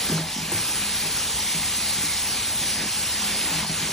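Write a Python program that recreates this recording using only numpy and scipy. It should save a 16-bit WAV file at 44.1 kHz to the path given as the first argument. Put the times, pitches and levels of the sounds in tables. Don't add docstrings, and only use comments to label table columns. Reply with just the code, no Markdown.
import sys
import numpy as np
from scipy import signal
from scipy.fft import rfft, irfft, dct, next_fast_len
from scipy.io import wavfile
from scipy.ndimage import uniform_filter1d

SR = 44100
rng = np.random.default_rng(int(sys.argv[2]) if len(sys.argv) > 2 else 0)


def gain_from_db(level_db):
    decades = np.asarray(level_db, float) / 20
    return 10 ** decades


def inscribe(sig):
    pcm = np.round(np.clip(np.atleast_2d(sig).T, -1, 1) * 32767)
    wavfile.write(sys.argv[1], SR, pcm.astype(np.int16))


N = 172872

# t/s, suction level/dB, spray level/dB, head drag on pile/dB
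STROKE = [(0.0, -30.5, -35.5, -1.5), (0.16, -31, -36.5, 3), (0.24, -37, -46, 4), (0.36, -32.5, -28, -7.5),
          (0.5, -34.5, -15, 0.5), (0.52, -33.5, -33, 5), (0.85, -31, -35.5, -2.3), (2.05, -30, -34, -4),
          (2.43, -30, -36.5, -2.6), (2.53, -33, -33, -3), (2.72, -29, -35, -3), (2.85, -31.5, -39.5, 2.5),
          (2.93, -30, -36, -6), (3.61, -30.5, -35.5, 4.5), (3.65, -34, -41, -2), (3.68, -31.5, -38, -7.5),
          (3.84, -29.5, -37, 2.5), (3.92, -32, -38, -1.7)]
# f/Hz, level/dB
SLOT_SPECTRUM = [(30, 4.5), (60, 3.5), (250, -0.5), (550, -5), (1400, -4), (2300, 1), (5200, 1), (8000, -6)]
# f/Hz, level/dB
JET_SPECTRUM = [(1500, -11.5), (4000, -8.5), (7300, -4), (10200, 4.5), (11800, 2), (14100, 4),
                (15700, -2.54)]
# t/s, knock level/dB, ring level/dB,
# knock f/Hz
THUMPS = [(.097, -21, -48, 247), (0.112, -26.5, -24.5, 296), (.124, -24, -48, 400), (0.139, -31, -25, 296),
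          (.174, -25, -53, 880), (.18, -24, -46, 1300), (.192, -28, -35, 315), (.208, -28.5, -40, 610),
          (.362, -27, -50, 225), (.382, -29.5, -42, 235), (.412, -34, -35.5, 178), (.452, -34, -47, 198),
          (.518, -26, -54, 840), (.522, -23.5, -49, 337), (.536, -28.5, -54, 105), (.551, -31.5, -59, 330),
          (0.59, -32, -56.5, 106), (1.035, -35, -34, 200), (1.341, -42, -52, 130), (1.545, -33, -31, 222),
          (1.966, -40, -35.5, 200), (2.036, -28.5, -44, 262), (2.07, -40, -44, 150), (2.779, -37, -36, 200),
          (2.858, -29, -60, 258), (3.22, -23.5, -45, 940), (3.47, -30, -54, 285), (3.515, -32.5, -34, 304),
          (3.529, -27, -60, 1060), (3.546, -38, -37.5, 170), (3.571, -36, -37, 202), (3.621, -31, -44, 190),
          (3.632, -23, -55.5, 1010), (3.647, -25, -59, 800), (3.692, -37.5, -29.5, 181),
          (3.815, -44, -35, 201), (3.89, -29, -44, 344)]
# f/Hz, level/dB, t60/s
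BOARDS = [(161.5, 0, .27), (108, -13, .25), (205, -11, .2), (291, -14, .25), (382, -15, .25),
          (630, -18, .35)]
# f/Hz, width/Hz, level/dB
HOSE_MODES = [(79.5, 3.5, -52.5), (205.2, 5.8, -47), (243.1, 23, -53.5), (855, 41, -49.5), (974.5, 48, -53),
              (761, 26, -53.5), (1149.5, 50, -55.5)]
# f/Hz, left lead/rad
PORT_LEAD = [(1950, 0), (2580, 1.2), (3530, 0), (4100, .4), (4715, 1.55), (5215, 6.28), (5900, 6.35),
             (11800, 9.42)]
# f/Hz, correlation/1
PORT_LIKENESS = [(125, 1), (700, 0.86), (1650, 1), (2900, .85), (3600, 0.85), (5500, 0.98), (7500, 0.56),
                 (12500, 0.87)]
# f/Hz, left minus right/dB
PORT_SKEW = [(125, 0), (210, -1.2), (400, -0.5), (750, 2), (1150, 4.5), (1500, 0)]
# f/Hz, depth/dB
STEREO_DEPTH = [(200, 24.5), (1250, 22), (1450, 10), (4000, 10), (6000, 14), (10900, 9.5), (12000, 5),
                (13300, 4)]
# t/s, lowest f/Hz, extra depth/dB
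DEEPER = [
    (1.005, 12300, 16),
    (2.282, 14300, 16),
]


def evened(x):
    return x / np.sqrt(np.mean(abs(x) ** 2) + 1e-20)


def read(points, f_hz):
    f, value = np.transpose(points)
    return np.interp(np.log(f_hz + 1), np.log(f + 1), value)


def stroke(t_s, column):
    rows = np.transpose(STROKE)
    mean_db = rows[column].mean()
    return np.interp(t_s, rows[0], rows[column]) - mean_db, mean_db


def hiss(spectrum, level_db, patchy_db, flicker_db, flicker_hz):
    frames, f_hz = N // 256 + 5, np.fft.rfftfreq(1024, 1 / SR)
    a, b, c, d, patches, flicker = rng.standard_normal((frames, 513, 6)).T
    patches = uniform_filter1d(patches, size=12, axis=0)
    patches = evened(uniform_filter1d(patches, size=12, axis=1))
    flicker = uniform_filter1d(flicker, size=max(1, int(flicker_hz / 43)), axis=0)
    flicker = evened(uniform_filter1d(flicker, size=3, axis=1))

    cross_hz, cross_width_hz = 4885, 220
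    apart = 1 - np.clip(read(PORT_LIKENESS, f_hz), 0, 1)
    apart = apart * (1 - np.exp(-((f_hz - cross_hz) / cross_width_hz) ** 2))
    same = 1 - apart[:, None]
    left = a + 1j * b
    right = same * left + np.sqrt(1 - same ** 2) * (c + 1j * d)

    z = np.array([left, right])
    z *= gain_from_db(read(spectrum, f_hz)[:, None] + patchy_db * patches + flicker_db * flicker)
    z = z * gain_from_db(level_db(np.arange(frames) * 256 / SR, f_hz[:, None]))
    return signal.istft(z, nperseg=1024, noverlap=768)[1][:, :N]


def resonate(x, f_hz, width_hz):
    turn = np.exp(2j * np.pi * f_hz * np.arange(len(x)) / SR)
    r = np.exp(-np.pi * width_hz / SR)
    return 2 * (turn * signal.lfilter([1 - r], [1, -r], x / turn)).real


def suction():
    low_hz, low_follow = 1320, 0.26
    drag_hz = 170

    def level_db(t_s, f_hz):
        high = 1 / (1 + (low_hz / (f_hz + 1)) ** 2)
        roar_db = stroke(t_s, column=1)[0]
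        drag_db = stroke(t_s, column=3)[0] / (1 + (drag_hz / (f_hz + 1)) ** 4)
        return roar_db * high + (1 - high) * (low_follow * roar_db + drag_db)

    air = hiss(SLOT_SPECTRUM, level_db, patchy_db=1.5, flicker_db=0.54, flicker_hz=2350)
    mean_db = stroke(0, column=1)[1]
    return gain_from_db(mean_db + 4.5) * evened(air)


def spray():
    shut_s, open_s, settle_s = 0.13, 0.518, 0.045
    shut_db, shut_fall_s = -5.5, 0.06
    spurt_db, spurt_s = 3.5, 0.0088
    t = np.arange(N) / SR
    water = hiss(JET_SPECTRUM, lambda t_s, f_hz: 0 * t_s + 0 * f_hz,
                 patchy_db=2.0, flicker_db=1.18, flicker_hz=3820)

    fall_db = shut_db * np.clip((t - shut_s) / shut_fall_s, 0, 1)
    burst_db = spurt_db * np.exp(-abs(t - open_s) / spurt_s)
    valve_db = np.where(t < open_s, fall_db, burst_db)

    stroke_s = np.where(t < open_s, t, np.maximum(t, open_s + settle_s))
    move_db, mean_db = stroke(stroke_s, column=2)
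    move_db = np.where((t > shut_s) & (t < open_s), -1.1, move_db)
    return gain_from_db(mean_db + 8.5 + uniform_filter1d(move_db, size=40) + valve_db) * evened(water)


def thumps():
    knock_q, knock_s, grit = 2.4, 0.016, 0.35
    ring_gain_db, ring_rise_s = 4, 0.006
    out, t = np.zeros(N), np.arange(0, 0.6, 1 / SR)
    for s, knock_db, ring_db, knock_hz in THUMPS:
        ring = np.zeros(len(t))
        for k, (f_hz, db, t60_s) in enumerate(BOARDS):
            phase, extra_db = (rng.random(2) * [1, 6.6]) if k > 0 else (0, 0)
            decay = gain_from_db(db + extra_db - 60 * t / t60_s)
            ring += decay * np.sin(2 * np.pi * (f_hz * (s + t) + phase))
        ring *= 1 - np.exp(-t / ring_rise_s)

        push = (12 * (t == 0) + grit * rng.standard_normal(len(t))) * np.exp(-t / knock_s)
        width_hz = knock_hz / knock_q
        knock = resonate(resonate(push, knock_hz, width_hz), knock_hz, width_hz)
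        thump = gain_from_db(ring_db + ring_gain_db) * ring + gain_from_db(knock_db) * knock / abs(knock).max()
        part = out[round(s * SR):][:len(thump)]
        part += thump[:len(part)]
    return out


def hose():
    wander_hz, fuzz_share = 2.5, 0.6
    out = np.zeros(N)
    for f_hz, width_hz, db in HOSE_MODES:
        noise, drift = rng.standard_normal((2, N))
        pitch_hz = f_hz + wander_hz * evened(uniform_filter1d(drift, size=3000))
        tone = np.sin(2 * np.pi * np.cumsum(pitch_hz) / SR)
        fuzz = resonate(resonate(noise, f_hz, width_hz), f_hz, width_hz)
        hum = fuzz_share * evened(fuzz) + (1 - fuzz_share) * evened(tone) * 10 / width_hz
        out += gain_from_db(db) * evened(hum)
    return out


def ports(pair):
    size = next_fast_len(N + 2048)
    f_hz = np.fft.rfftfreq(size, 1 / SR)
    level = gain_from_db(np.multiply.outer([0.5, -0.5], read(PORT_SKEW, f_hz)))
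    phase = np.exp(np.multiply.outer([0, -1j], read(PORT_LEAD, f_hz)))
    return irfft(rfft(pair, size) * level * phase, size)[:, :N]


def scene():
    return ports(suction() + spray() + (thumps() + hose()) * np.ones((2, 1)))


def thin_stereo(x):
    grid = 280
    spare_db, spare_s = 3, 0.82
    top_spare_db, top_hz, top_end_hz = 4, 11500, 13400
    wobble_db, step_db, hole_db = 1.5, -0.34, -0.5

    n = np.arange(2048)
    window = np.sin(np.pi * (n + 0.5) / 2048)
    pair = np.array([x[0] + x[1], x[0] - x[1]]) / 2
    pair = np.pad(pair, ((0, 0), (2048 - grid, 3072)))
    starts = np.arange(0, pair.shape[1] - 2048, 1024)
    a, b, c, d = np.split(pair[:, starts[:, None] + n] * window, 4, axis=2)
    z = dct(np.concatenate([-c[..., ::-1] - d, a - b[..., ::-1]], axis=2), type=4, norm="ortho")

    widths = np.repeat([4, 8, 12, 16, 20, 24, 28, 32], [10, 7, 4, 2, 2, 2, 2, 22])
    edges = np.cumsum(widths) - widths
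    power_db = 10 * np.log10(np.add.reduceat(z ** 2, edges, axis=2) / widths + 1e-20)
    loudest_db = power_db.max(0)

    f_hz = (edges + widths / 2) * SR / 2048
    middle_s = (starts + grid - 1024) / SR
    early = 1 / (1 + (starts / SR / spare_s) ** 6)
    extra_db = np.outer(early, spare_db + top_spare_db * (f_hz > top_hz) * (f_hz < top_end_hz))
    extra_db = extra_db + wobble_db * rng.standard_normal((len(starts), 1))
    for s, from_hz, db in DEEPER:
        extra_db = extra_db + db * np.outer(abs(middle_s - s) < 512 / SR, f_hz > from_hz)
    limit_db = loudest_db - np.maximum(read(STEREO_DEPTH, f_hz) + extra_db, 2)

    near_db = 10 * np.log10(abs(uniform_filter1d(z ** 2, size=7, axis=2)) + 1e-20)
    depth_db = np.repeat(loudest_db - limit_db, widths, axis=1)
    z = z * (near_db > near_db.max(0) - depth_db - hole_db)
    step = np.repeat(gain_from_db(limit_db + step_db), widths, axis=1)
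    z = np.round(z / step) * step * np.repeat(power_db > limit_db, widths, axis=2)

    u, v = np.split(dct(z, type=4, norm="ortho"), 2, axis=2)
    frames = np.concatenate([v, -v[..., ::-1], -u[..., ::-1], -u], axis=2) * window
    out = np.zeros(pair.shape)
    for half in (0, 1024):
        out[:, half:half + 1024 * len(starts)] += frames[:, :, half:half + 1024].reshape(2, -1)
    mid, side = out[:, 2048 - grid:][:, :N]
    return np.array([mid + side, mid - side])


def roll_off(x):
    return signal.sosfilt(signal.butter(12, 17060, fs=SR, output="sos"), x)


def record(dry):
    low_cut = signal.butter(4, 44, "high", fs=SR, output="sos")
    band_limit = signal.firwin(2047, 15780, window=("kaiser", 9), fs=SR)
    x = signal.sosfilt(low_cut, dry)
    x = signal.oaconvolve(x, band_limit[None], "same")
    mix = thin_stereo(x)
    return roll_off(mix)


dry = scene()
out = record(dry)
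inscribe(out)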